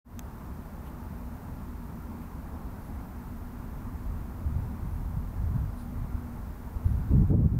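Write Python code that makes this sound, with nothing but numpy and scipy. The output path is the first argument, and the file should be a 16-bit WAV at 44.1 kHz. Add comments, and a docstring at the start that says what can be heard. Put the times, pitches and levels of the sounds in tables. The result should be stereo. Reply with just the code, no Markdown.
"""Far traffic and a gusting breeze in a quiet field, on a camera's built-in stereo microphone.
Distant engines rumble and tyres roar. Right at the microphone, the camera whines thinly, its shell
clicks once as the sound fades in, and its lens drive stirs now and then.
The breeze builds until its eddies buffet the two ports, and the last gust ducks the gain control."""
import sys
import numpy as np
from scipy import signal
from scipy.fft import rfft, irfft
from scipy.io import wavfile
from scipy.ndimage import uniform_filter1d

SR = 44100
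rng = np.random.default_rng(int(sys.argv[2]) if len(sys.argv) > 2 else 0)


def inscribe(sig):
    """Save sig as 16-bit PCM at rate SR to the path in sys.argv[1].

    A 1-D sig is mono; a 2-D sig holds one channel per row.
    Samples are clipped to [-1, 1] before scaling.
    """
    pcm = np.round(np.clip(np.atleast_2d(sig).T, -1, 1) * 32767)
    wavfile.write(sys.argv[1], SR, pcm.astype(np.int16))


N = 334719
TIME, FREQS = np.arange(N) / SR, np.fft.rfftfreq(N, 1 / SR)


def amp(db):
    """Decibels to gain."""
    return 10 ** (np.asarray(db) / 20)


def unit_rms(x):
    """Scales to rms 1."""
    return x / np.sqrt(np.mean(x ** 2) + 1e-20)


def curve_at(points, hz):
    """Reads a table on a log-frequency axis."""
    f, value = np.transpose(points)
    return np.interp(np.log(hz + 1), np.log(f + 1), value)


def smooth(x, seconds):
    """Triangular running mean."""
    size = max(1, int(seconds * SR))
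    return uniform_filter1d(uniform_filter1d(x, size), size)


def coloured(x, spectrum):
    """Filters x by a table of f/Hz, level/dB and scales it to rms 1."""
    return unit_rms(irfft(rfft(x) * amp(curve_at(spectrum, FREQS)), N))


def noise_band(hz, half_width_hz):
    """Noise ringing in one resonance."""
    return unit_rms(irfft(rfft(rng.standard_normal(N)) / (1 + ((FREQS - hz) / half_width_hz) ** 2), N))


def stft_grid(size):
    """Times and frequencies of the short-time spectra."""
    hop = size // 4
    return np.arange(N // hop + 5) * hop / SR, np.fft.rfftfreq(size, 1 / SR)


def port_noise(shape_db, coherence, size):
    """Noise of rms 1 at the two microphone ports, from frames x bins levels and a coherence per bin."""
    a, b, c, d = rng.standard_normal((4, *shape_db.shape))
    coherence = np.clip(coherence, -1, 1)
    mid = np.sqrt(1 + coherence) * (a + 1j * b)
    side = np.sqrt(1 - coherence) * (c + 1j * d)
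    spectra = np.array([mid + side, mid - side]) * amp(shape_db)
    _, noise = signal.istft(spectra.transpose(0, 2, 1), nperseg=size, noverlap=size - size // 4)
    return unit_rms(noise[:, :N])


# far traffic across the field: f/Hz, relative level/dB
TRAFFIC_SPECTRUM = [(10, -18.5), (38, -1), (70, -2), (130, -8.5), (230, -7.5), (300, -16), (540, -23.5),
                    (930, -19.5), (1400, -26.5), (3100, -42), (9000, -45.5), (11700, -76)]
# its likeness at the two ports: f/Hz, coherence
TRAFFIC_COHERENCE = [(25, 1), (150, 1), (290, 0.91), (640, 0.55), (1400, 0.3), (3000, -0.25), (7000, -0.13),
                     (15000, -0.35)]
# its lean in the stereo image: f/Hz, left minus right/dB
TRAFFIC_BALANCE = [(250, 0), (700, -1.5), (1300, -2.5), (2300, -3), (4400, 0.5), (15000, -1)]
# distant engines: f/Hz, half-width/Hz, level/dB
ENGINE_DRONES = [(76, 8.7, -48), (240, 4.5, -51), (602, 5, -71.5), (1380, 10, -71.5)]


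def traffic(roar_db=-40, patchy_db=0.8, swell_db=0.3):
    """Far engine rumble and tyre roar, drifting in patches as the air carries them."""
    t, hz = stft_grid(size=4096)
    patches = uniform_filter1d(rng.standard_normal((len(t), len(hz))), size=6, axis=0)
    patches = unit_rms(uniform_filter1d(patches, size=30, axis=1))
    swell = unit_rms(uniform_filter1d(rng.standard_normal(len(t)), size=10))[:, None]
    drift_db = (patchy_db * patches + swell_db * swell) / (1 + (hz / 2500) ** 4)  # the treble stays even
    roar = port_noise(curve_at(TRAFFIC_SPECTRUM, hz) + drift_db, curve_at(TRAFFIC_COHERENCE, hz), 4096)
    lean_db = curve_at(TRAFFIC_BALANCE, FREQS) / 2
    drone = sum(amp(db) * noise_band(f, width) for f, width, db in ENGINE_DRONES)
    return amp(roar_db) * irfft(rfft(roar) * amp([lean_db, -lean_db]), N) + drone


# frame tick inside the camera: f/Hz, relative level/dB
TICK_SPECTRUM = [(3000, -45), (9000, -23), (10200, -5), (11500, -31), (14000, -15), (14450, 2),
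                 (15700, -11)]


def electronics(frame_hz=59.94, whine_hz=13606, whine_db=-65, tick_db=-70.5, hiss_db=-62):
    """Each picture frame starts with a tick and a burst of whine, over the microphone's steady hiss."""
    frame_phase = TIME * frame_hz % 1
    gate = smooth(1. * ((frame_phase > .05) & (frame_phase < .64)), .0008)
    whine = unit_rms(gate * np.sin(2 * np.pi * whine_hz * TIME)) + .5 * noise_band(whine_hz, 130)
    whine = whine * amp([[-13], [0]])  # whine and ticks sit to the right
    frame_starts = 1. * (np.diff(frame_phase, prepend=0) < 0)
    ticks = coloured(frame_starts, TICK_SPECTRUM) * amp([[-7], [0]])
    hiss_spectrum = [(7000, -25.5), (9500, -2.5), (12500, -0.5), (15700, -1.5)]
    hiss = coloured(rng.standard_normal((2, N)), hiss_spectrum)
    return amp(whine_db) * whine + amp(tick_db) * ticks + amp(hiss_db) * hiss


# modes of the shell around the microphone: f/Hz, left gain/dB, right gain/dB, t60/s
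SHELL_MODES = [(1250, -13, -18, .014), (1900, -14, -12, .006), (2590, -13, -2, 0.0062),
               (3650, -11, 0, 0.0059), (6500, 0, -4, 0.0068), (7600, 0, 3, 0.0039), (9200, -13, -4, 0.0027),
               (12400, -8, 10, 0.002), (14600, -7, 3, .0025)]


def click(at_s=.1931, level_db=-32.5, bounce_s=0.000644, bounce_force=0.27):
    """A catch on the camera snaps and bounces once, ringing the plastic shell."""
    out = np.zeros((2, N))
    for start, force in ((at_s, 1), (at_s + bounce_s, bounce_force)):
        t = np.clip(TIME - start, 0, .1)
        for hz, left_db, right_db, t60 in SHELL_MODES:
            ring = np.sin(2 * np.pi * hz * t) * np.exp(-np.log(1000) * t / t60)
            out += force * amp([[left_db], [right_db]]) * ring
    return amp(level_db) * out


# faint lens moves beside the microphone: t/s, length/s, rasp level/dB, rasp f/Hz, body f/Hz
LENS_STIRS = [(.874, 0.04, -60, 12600, 2700), (2.23, .05, -63, 12400, 2500), (2.85, .15, -66, 11200, 3900),
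              (4.94, .14, -66, 11200, 3900), (5.805, .07, -60.5, 10100, 4180),
              (6.904, 0.15, -65, 11200, 3900)]


def lens(quick_s=0.057, rasp_half_width_hz=1800, body_half_width_hz=950, body_share=0.69):
    """Short soft rasps of the lens drive; the quicker the stir, the harsher."""
    out = np.zeros((2, N))
    for at_s, length, db, rasp_hz, body_hz in LENS_STIRS:
        stroke = np.exp(-(2 * (TIME - at_s) / length) ** 2)
        harshness = quick_s / length
        for channel in out:
            rasp = noise_band(rasp_hz, harshness * rasp_half_width_hz)
            body = harshness * body_share * noise_band(body_hz, body_half_width_hz)
            channel += amp(db) * stroke * (rasp + body)
    return out


STRONG_GUST_DB = -15.5  # gust timing and eddy pitch are scaled from this level
# gusts at the microphone: arrival t/s, hold/s, level/dB
WIND_GUSTS = [(4.056, .11, -34), (4.459, 0.15, -30.5), (4.83, 0.44, -34), (5.399, 0.25, -29),
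              (5.993, 0.049, -32.5), (6.899, 0.097, -26), (7.115, 0.12, -17), (7.308, .042, -11.5),
              (7.383, 0.071, -14.5), (7.514, 0.1, -20.5)]


def wind_strength(t, breeze_db=-43, start_s=2.3, build_s=0.91, attack_s=0.018, release_s=0.033):
    """A faint breeze builds and steadies; gusts swell, hold and die away on top of it."""
    breeze = amp(breeze_db) * np.clip((t - start_s) / build_s, .1, 1)
    power = breeze ** 2
    for arrival, hold, db in WIND_GUSTS:
        slowing = 2 ** (0.0728 * (STRONG_GUST_DB - db))  # gentler gusts come and go more slowly
        before, after = np.maximum(arrival - t, 0), np.maximum(t - arrival - hold, 0)
        gust = amp(db) * np.exp(-(before / attack_s + after / release_s) / slowing)
        power += gust ** 2
    return np.sqrt(power)


def gust_fronts(t, lag_s=0.017, width_s=0.028, octaves=0.24):
    """Pitch rise in octaves from the smaller eddies at the front of each gust."""
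    return octaves * sum(np.exp(-((t - at_s - lag_s) / width_s) ** 2) * min(amp(db - STRONG_GUST_DB), 1)
                         for at_s, _, db in WIND_GUSTS)


# buffeting on the microphone in a strong gust: f/Hz, relative level/dB
BUFFET_SPECTRUM = [(10, -30), (22, -10), (70, 2.5), (140, 1.5), (255, -8.5), (455, -24), (680, -40),
                   (1000, -44), (2000, -96)]
# direction of the breeze: t/s, eddy travel time from left port to right/s
PORT_CROSSING = [(4.5, -.0004), (5.5, .0002), (6.8, 0.0013), (7.4, .0012), (7.52, -0.00088)]


def wind(octaves_per_db=0.0571, shared_below_hz=700, low_cut_hz=32, eddy_s=0.021, veer_s=0.001):
    """Eddies sweep over one port and then the other; faster air makes smaller, higher eddies."""
    t, hz = stft_grid(size=1024)
    octaves = octaves_per_db * (20 * np.log10(wind_strength(t)) - STRONG_GUST_DB) + gust_fronts(t)
    shape_db = curve_at(BUFFET_SPECTRUM, hz / 2 ** octaves[:, None])
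    coherence = 1 / (1 + (hz / shared_below_hz) ** 2)  # small eddies reach one port only
    eddies = port_noise(shape_db, coherence, size=1024)
    eddies = signal.sosfilt(signal.butter(2, low_cut_hz, "high", fs=SR, output="sos"), eddies)
    eddies /= np.sqrt(smooth((eddies ** 2).mean(0), eddy_s) + 1e-9)  # wind strength alone sets the level
    left, right = wind_strength(TIME) * eddies + thumps()
    veer = unit_rms(smooth(rng.standard_normal(N), 0.058))
    delay = np.interp(TIME, *np.transpose(PORT_CROSSING)) + veer_s * veer
    return np.array([np.interp(TIME + delay / 2, TIME, left), np.interp(TIME - delay / 2, TIME, right)])


# single large eddies on the microphone: t/s, envelope level/dB, f/Hz
LARGE_EDDIES = [(3.954, -23, 65), (4.467, -22, 85), (4.564, -20.5, 95), (5.173, -23.5, 115),
                (5.565, -21, 140), (6.151, -22, 66), (6.767, -20, 60), (6.865, -14, 80), (7.114, -12, 91),
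                (7.405, -5.5, 240), (7.463, -11.5, 85)]


def thumps(width_cycles=0.56):
    """A large eddy sucks at the ports and then pushes."""
    out = np.zeros(N)
    for at_s, db, hz in LARGE_EDDIES:
        cycles = (TIME - at_s) * hz
        out += amp(db) * np.sin(2 * np.pi * cycles) * np.exp(-(cycles / width_cycles) ** 2)
    return out


def scene():
    """The far road, the wind on the microphone and the camera's own noises, in stereo."""
    return traffic() + wind() + electronics() + click() + lens()


def record(dry, limit_db=-18.5, squeeze=.95, attack_s=0.015, recover_db_per_s=18, edge_hz=15760):
    """The camera's input fades in, its gain control ducks under strong gusts, and the top is cut."""
    fade_in = 1 - np.exp(-np.maximum(TIME - 0.045, 0) / 0.094)
    power_db = 10 * np.log10(abs(smooth((dry ** 2).mean(0), 0.014)) + 1e-12)
    recovery_db = TIME * recover_db_per_s
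    held_db = np.maximum.accumulate(power_db + recovery_db) - recovery_db
    over_db = np.maximum(held_db - limit_db, 0)
    lag = np.exp(-1 / (attack_s * SR))  # the gain comes down a little late
    duck_db = squeeze * signal.lfilter([1 - lag], [1, -lag], over_db)
    low_pass = signal.firwin(1501, edge_hz, window=("kaiser", 9), fs=SR)
    return signal.oaconvolve(dry * fade_in / amp(duck_db), low_pass[None], "same")


dry = scene()
out = record(dry)
inscribe(out)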